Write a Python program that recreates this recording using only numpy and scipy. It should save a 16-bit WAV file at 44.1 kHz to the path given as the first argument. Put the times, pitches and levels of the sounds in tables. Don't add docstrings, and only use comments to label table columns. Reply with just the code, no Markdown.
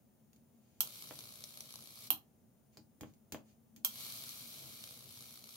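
import sys
import numpy as np
from scipy import signal
from scipy.fft import rfft, irfft, next_fast_len
from scipy.io import wavfile
from scipy.ndimage import uniform_filter1d

SR = 44100
rng = np.random.default_rng(int(sys.argv[2]) if len(sys.argv) > 2 else 0)


def store_pcm(level_fs):
    pcm = np.round(np.clip(level_fs, -1, 1) * 32767).astype(np.int16)
    wavfile.write(sys.argv[1], SR, np.atleast_2d(pcm).T)


N = 245195
TIME_S = np.arange(N) / SR
GRID_HZ = np.fft.rfftfreq(4096, 1 / SR)

# f/Hz, coherence/0-1
COHERENCE = [(60, 0.7), (250, 0.73), (700, 0.4), (1500, 0.1), (5000, 0.26), (16000, 0)]
# f/Hz, T60/s
ROOM_DECAY = [(100, 0.286), (260, 0.28), (700, 0.23), (1840, 0.18), (4850, .18), (12800, 0.15)]
# f/Hz, density/dB
AIR_SPECTRUM = [(25, -41), (40, -24), (65, -5.5), (130, 1), (220, -4.5), (320, -9), (450, -12.5),
                (650, -13), (1000, -22.5), (2000, -29), (4500, -33.5), (7000, -27.5), (8300, -34.5),
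                (9500, -22.5), (11000, -33.5), (14000, -30), (16000, -26)]
CLICK_SPECTRUM = [(200, -21), (1200, -11), (2600, -2), (3900, -4.5), (4750, -1), (5500, -7), (6600, 5),
                  (7800, -5.5), (9800, -10.5), (11500, -3.5), (16000, -2)]
RAP_SPECTRUM = [(40, -18), (200, 0), (550, 7.5), (900, 0), (1400, -4.5), (2500, -9), (3400, -8),
                (4500, -45), (16000, -18)]
RUSH_SPECTRUM = [(30, -17), (70, -11), (130, 6), (230, -4), (380, -4), (600, 0.5), (1000, -16.5),
                 (2000, -34), (16000, -44)]
STEAM_SPECTRUM = [(40, -37), (120, 2.5), (230, 3), (380, -10.5), (650, -8), (950, -10), (1800, -11.5),
                  (2700, -2), (3500, 2.5), (5200, -0.5), (8200, -1), (10000, -6), (16000, -1)]
ARC_SPECTRUM = [(100, -12), (400, -6.5), (1100, -2), (1800, -14), (2700, -6), (3600, 2), (6000, 1),
                (8400, -3.5), (10000, 0), (16000, -16.5)]
# t/s, sigma/s, level/dB
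RUSTLES = [(.74, 0.13, -82), (2.743, 0.015, -77), (3.078, 0.024, -76), (3.495, 0.029, -76)]
# f/Hz, relative level/dB, T60/s
BENCH_MODES = [(76, -7.5, 0.17), (98.8, -2, 0.12), (124.6, -1.5, 0.17), (153, 0.5, 0.2), (222.4, 3.5, 0.17),
               (258.7, -1, 0.15), (310.6, 0.5, 0.19), (430.7, -6, 0.14), (567, -22.5, 0.14),
               (640, -17.5, 0.11), (834, -11, 0.15)]
METAL_MODES = [(4560, -3, .018), (4850, 0, .022), (5150, -5, .014), (6650, -6, .012), (6950, -9, .01)]
# t/s, click/dB, landing/dB
CLACKS = [(3.0095, -55.5, -54.5), (3.322, -46, -48)]
# t/s, level/dB
KNOCKS = [(1.11, -52.5)]
TICKS = [(0.331, -71), (.361, -74.5), (3.137, -74), (3.762, -61)]
# t/s, level/dB, closing/0 or 1
SWITCH_THROWS = [(0.8062, -31.5, 1), (2.1043, -29, 0), (3.8477, -32, 1)]
# f/Hz, width/Hz, closing gain/dB, opening gain/dB
SWITCH_MODES = [(305, 71, -49.5, -17), (792, 180, -24, -8.5), (1145, 400, -14, -11), (2920, 500, -13, -7),
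                (3252, 180, -4, -6), (4130, 370, -11.5, -8.5), (6050, 1900, -11.5, -18),
                (8480, 2100, -13.5, -20), (11570, 1000, -6.5, -2), (12850, 910, 0.5, -2.5),
                (14380, 430, -13, 4.5), (15420, 340, -4, -22)]
# delay/s, gain/dB
BOARD_BOUNCES = [(.0006, -16.5), (.0013, -18), (.0027, -22.5)]
# on/s, off/s, boil flare/dB, drying time constant/s
POWER_SPANS = [(0.809, 2.088, 5.5, 0.28), (3.846, 5.7, 11, 0.92)]
# t/s, sigma/s, gain/dB
BOIL_SURGES = [(2.04, 0.044, 5), (5.022, 0.074, -3), (5.42, 0.038, -4.5)]
# f/Hz, width/Hz, gain/dB
SIZZLE_PEAKS = [(1261, 200, 8.5), (2245, 430, 8), (4260, 570, 7.5), (5840, 240, 6.5), (9750, 580, 8),
                (11305, 600, 13), (12890, 1100, 9.5), (15280, 1200, 2)]
# t/s, level before trim/dB
ARC_SPITS = [(0.8728, -34.5), (1.0226, -35.5), (1.189, -35.5), (1.2059, -40), (1.238, -41.5),
             (1.4383, -34.5), (1.5727, -38), (1.6056, -36.5), (1.7389, -39), (1.7561, -37), (4.1219, -37),
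             (4.2377, -37), (4.2909, -34), (4.8386, -37), (5.44, -42.5)]

MAINS_HZ, FIRST_PEAK_S = 59.987, .0071
STEAM_DB, RUSH_DB, ARC_DB = -58.5, -71, -53
RUSH_DB_PER_DB, ARC_DB_PER_DB = .2, .45
WEAK_HALF_DB, WEAK_DB_PER_DB = -28, 2.7


def amp(db):
    return 10 ** (np.asarray(db) / 20)


def unit_rms(x):
    return x / np.sqrt(np.mean(x ** 2) + 1e-20)


def lookup(table, hz=GRID_HZ):
    table_hz, value = np.transpose(table)
    return np.interp(np.log(hz + 1), np.log(table_hz + 1), value)


def add(mix, at_s, sound):
    part = mix[:, max(round(at_s * SR), 0):][:, :sound.shape[1]]
    part += sound[:, :part.shape[1]]


def pan(x, left_db):
    return x * amp([[left_db / 2], [-left_db / 2]])


def colour(x, gain_db):
    cepstrum = irfft(np.log(amp(gain_db)))
    half = len(cepstrum) // 2
    taps = irfft(np.exp(rfft(np.r_[cepstrum[0], 2 * cepstrum[1:half], np.zeros(half)])))
    return signal.oaconvolve(x, taps[None] / np.linalg.norm(taps), axes=1)[:, :N]


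def noise(size, lag_s=.0002195):
    padded = next_fast_len(size, True)
    right, independent = rfft(rng.standard_normal((2, padded)))
    hz = np.fft.rfftfreq(padded, 1 / SR)
    coherence = np.clip(lookup(COHERENCE, hz), 0, 1)
    left = coherence * right + np.sqrt(1 - coherence ** 2) * independent
    left *= np.exp(-2j * np.pi * hz * lag_s)
    return irfft(np.array([left, right]), padded)[:, :size]


def bell(at_s, sigma_s, t=TIME_S):
    return np.exp(-.5 * ((t - at_s) / sigma_s) ** 2)


def wander(max_hz):
    sines = (np.sin(2 * np.pi * (max_hz * speed * TIME_S + phase))
             for speed, phase in rng.random((12, 2)))
    return unit_rms(sum(sines))


def grain(depth_db, samples):
    return unit_rms(amp(depth_db * unit_rms(uniform_filter1d(rng.standard_normal(N), samples))))


def at_level(sound, db):
    return amp(db) * sound / np.sqrt((sound ** 2).sum(1, keepdims=True) / (.02 * SR))


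def background(air_db=-69.5, whine_db=-82.5, drone_hz=224.6, half_width_hz=16.5):
    air = amp(air_db) * colour(noise(N, lag_s=0), lookup(AIR_SPECTRUM))
    drone_db = -72 + 11 * bell(at_s=3.81, sigma_s=.12)
    band_db = -20 * np.log10(1 + ((GRID_HZ - drone_hz) / half_width_hz) ** 2)
    drone = amp(drone_db) * colour(noise(N, lag_s=0), band_db)
    whine_hz = 14805 + 40 * wander(max_hz=1.1) + 35 * wander(max_hz=60)
    whine = amp(whine_db) * np.sin(2 * np.pi * np.cumsum(whine_hz) / SR)
    return pan(air + drone, 1.8) + pan(whine, .5)


def room(x):
    hz, t, bands = signal.stft(noise(SR // 2, lag_s=0), SR, nperseg=256)
    decay = amp(-60 * t / lookup(ROOM_DECAY, hz)[:, None])
    tail = signal.istft(bands * decay, SR, nperseg=256)[1]
    age_s = TIME_S[:tail.shape[1]]
    wall = .82 * bell(.0062, .0005, age_s)
    tail *= np.clip(age_s / .0027, 0, 1) + wall
    return signal.fftconvolve(x, tail / np.linalg.norm(tail[0]), axes=1)[:, :N]


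def rustles():
    swell = sum(amp(db) * bell(at_s, sigma_s) for at_s, sigma_s, db in RUSTLES)
    return colour(noise(N) * swell, lookup(CLICK_SPECTRUM) - 7 * GRID_HZ / 10000)


def contact(rise_s, rattle_s, rattle_db):
    t = TIME_S[:2048]
    envelope = t / rise_s * np.exp(1 - t / rise_s) + amp(rattle_db) * np.exp(-t / rattle_s)
    crack = noise(len(t)) * envelope
    power = uniform_filter1d(abs(rfft(crack, 2 * len(t))) ** 2, size=50)
    return np.vstack([colour(side[None], -10 * np.log10(p)) for side, p in zip(crack, power)])


def ringing(modes, t):
    return sum(amp(db - 60 * t / t60_s) * np.sin(2 * np.pi * hz * t + rng.normal(0, .35, (2, 1)))
               for hz, db, t60_s in modes)


def click(db):
    crack = contact(rise_s=.0011, rattle_s=.0043, rattle_db=-14)
    return at_level(colour(crack, lookup(CLICK_SPECTRUM)), db)


def rap(db):
    t = TIME_S[:SR // 4]
    push = amp(-27) * noise(len(t)) * np.exp(-t / .004)
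    push[:, 0] = 1
    return at_level(colour(push, lookup(RAP_SPECTRUM)), db)


def ping(db):
    return at_level(ringing(METAL_MODES, TIME_S[:SR // 4]), db)


def bench_ring(db, rise_s=.0035):
    t = TIME_S[:SR // 4]
    return at_level(ringing(BENCH_MODES, t) * (1 - np.exp(-t / rise_s)), db)


def bench(landing_s=.0243, clink_s=2.7718, jolt_db=-55.5):
    landings = [(at_s + landing_s, db) for at_s, _, db in CLACKS]
    hits = [(at_s, [click(db), rap(-58.5), bench_ring(-48.5)]) for at_s, db, _ in CLACKS]
    hits += [(at_s, [rap(db), bench_ring(db - 16.5)]) for at_s, db in landings + list(KNOCKS)]
    hits += [(at_s, [click(db), bench_ring(db - 6)]) for at_s, db in TICKS]
    hits += [(clink_s, [ping(-62), click(-63.5), rap(-64), bench_ring(-60)])]
    hits += [(at_s, [bench_ring(jolt_db)]) for at_s, _, closing in SWITCH_THROWS if not closing]
    out = np.zeros((2, N))
    for at_s, sounds in hits:
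        for sound in sounds:
            add(out, at_s, sound)
    return out


def shadow(x, left_db):
    bass = signal.sosfilt(signal.butter(1, 1600, fs=SR, output="sos"), x)
    return bass + pan(x - bass, left_db)


def switch(floor_db=-42):
    out = np.zeros((2, N))
    hz, width_hz, closing_db, opening_db = np.transpose(SWITCH_MODES)[:, :, None]
    peaks = 1 / (1 + ((GRID_HZ - hz) / (.64 * width_hz)) ** 2) ** 2
    for at_s, db, closing in SWITCH_THROWS:
        power = (amp(closing_db if closing else opening_db) ** 2 * peaks).sum(0) + amp(floor_db) ** 2
        crack = contact(rise_s=.0005, rattle_s=.0025, rattle_db=-8)
        add(out, at_s, at_level(colour(crack, 10 * np.log10(power)), db))
    return out


def powered():
    gate = sum(1. * ((TIME_S > on_s) & (TIME_S < off_s)) for on_s, off_s, _, _ in POWER_SPANS)
    return uniform_filter1d(gate, size=500)


def hum():
    drift = signal.sosfilt(signal.butter(2, 4, fs=SR, output="sos"), rng.standard_normal(N))
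    waver = 1 + .97 * unit_rms(drift)
    return pan(amp(-75.5) * waver * powered() * np.sin(4 * np.pi * MAINS_HZ * TIME_S), 2.5)


def board(x):
    out = x.copy()
    for delay_s, db in BOARD_BOUNCES:
        add(out, delay_s, amp(db) * x * [[1], [0]])
        add(out, delay_s * 1.3, amp(db) * x * [[0], [1]])
    return out


def boil(heat_s=.17):
    boil_db = sum(db * bell(at_s, sigma_s) for at_s, sigma_s, db in BOIL_SURGES)
    for on_s, _, flare_db, drying_s in POWER_SPANS:
        heat = np.clip((TIME_S - on_s) / heat_s, 0, 1)
        wetness = np.exp(-np.maximum(TIME_S - on_s - heat_s, 0) / drying_s)
        boil_db += flare_db * heat * wetness
    return boil_db


def sizzle_colour(x, spectrum):
    peaks_db = sum(db / (1 + (2 * (GRID_HZ - hz) / width_hz) ** 2) for hz, width_hz, db in SIZZLE_PEAKS)
    return colour(x, lookup(spectrum) + peaks_db)


def steam(heave_db=3.1):
    boil_db = boil()
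    jet = noise(N, lag_s=-.0002) * grain(2.2, samples=24) * amp(STEAM_DB + boil_db) * powered()
    rush_db = RUSH_DB + RUSH_DB_PER_DB * boil_db + heave_db * wander(max_hz=7)
    rush = colour(noise(N, lag_s=-.0001) * amp(rush_db) * powered(), lookup(RUSH_SPECTRUM))
    return pan(sizzle_colour(jet, STEAM_SPECTRUM), 1.94) + pan(rush, 4)


def arc(jitter_s=.00028, puff_sigma_s=.0014, spread_db=2, spit_trim_db=-3.5):
    boil_db = boil()
    half_cycles = (TIME_S - FIRST_PEAK_S) * 2 * MAINS_HZ
    nearest = np.round(half_cycles).astype(int)
    size, early, length = rng.standard_normal((nearest.max() + 2, 3))[nearest].T
    from_peak_s = (half_cycles - nearest) / (2 * MAINS_HZ)
    puff = bell(-jitter_s * early, puff_sigma_s * amp(1.2 * length), from_peak_s)
    uneven_db = spread_db * np.minimum(size, 2)
    weak_db = (nearest % 2) * np.minimum(WEAK_HALF_DB + WEAK_DB_PER_DB * boil_db, 0)
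    drive = puff * amp(ARC_DB + ARC_DB_PER_DB * boil_db + uneven_db + weak_db) * powered()
    for at_s, db in ARC_SPITS:
        near = abs(TIME_S - at_s) < .006
        flare = amp(db + spit_trim_db) * bell(at_s + .0016, .0008, TIME_S[near])
        drive[near] = np.maximum(.5 * drive[near], flare)
    crackle = noise(N, lag_s=-.00019) * drive * grain(2.6, samples=10)
    return pan(sizzle_colour(crackle, ARC_SPECTRUM), .79)


def scene():
    sizzle = amp(.15) * board(steam() + arc())
    snaps = switch()
    knocks = bench() + rustles()
    echo = room(amp(-9) * sizzle + amp(-1.5) * shadow(snaps, -2) + amp(-2) * knocks)
    return sizzle + shadow(snaps, -6.5) + knocks + echo + hum() + background()


def record(dry):
    thinned = signal.sosfilt(signal.butter(4, 50, "high", fs=SR, output="sos"), dry)
    lowpass = signal.firwin(401, 15950, window=("kaiser", 9), fs=SR)
    return signal.oaconvolve(thinned, lowpass[None], "same")


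dry = scene()
out = record(dry)
store_pcm(out)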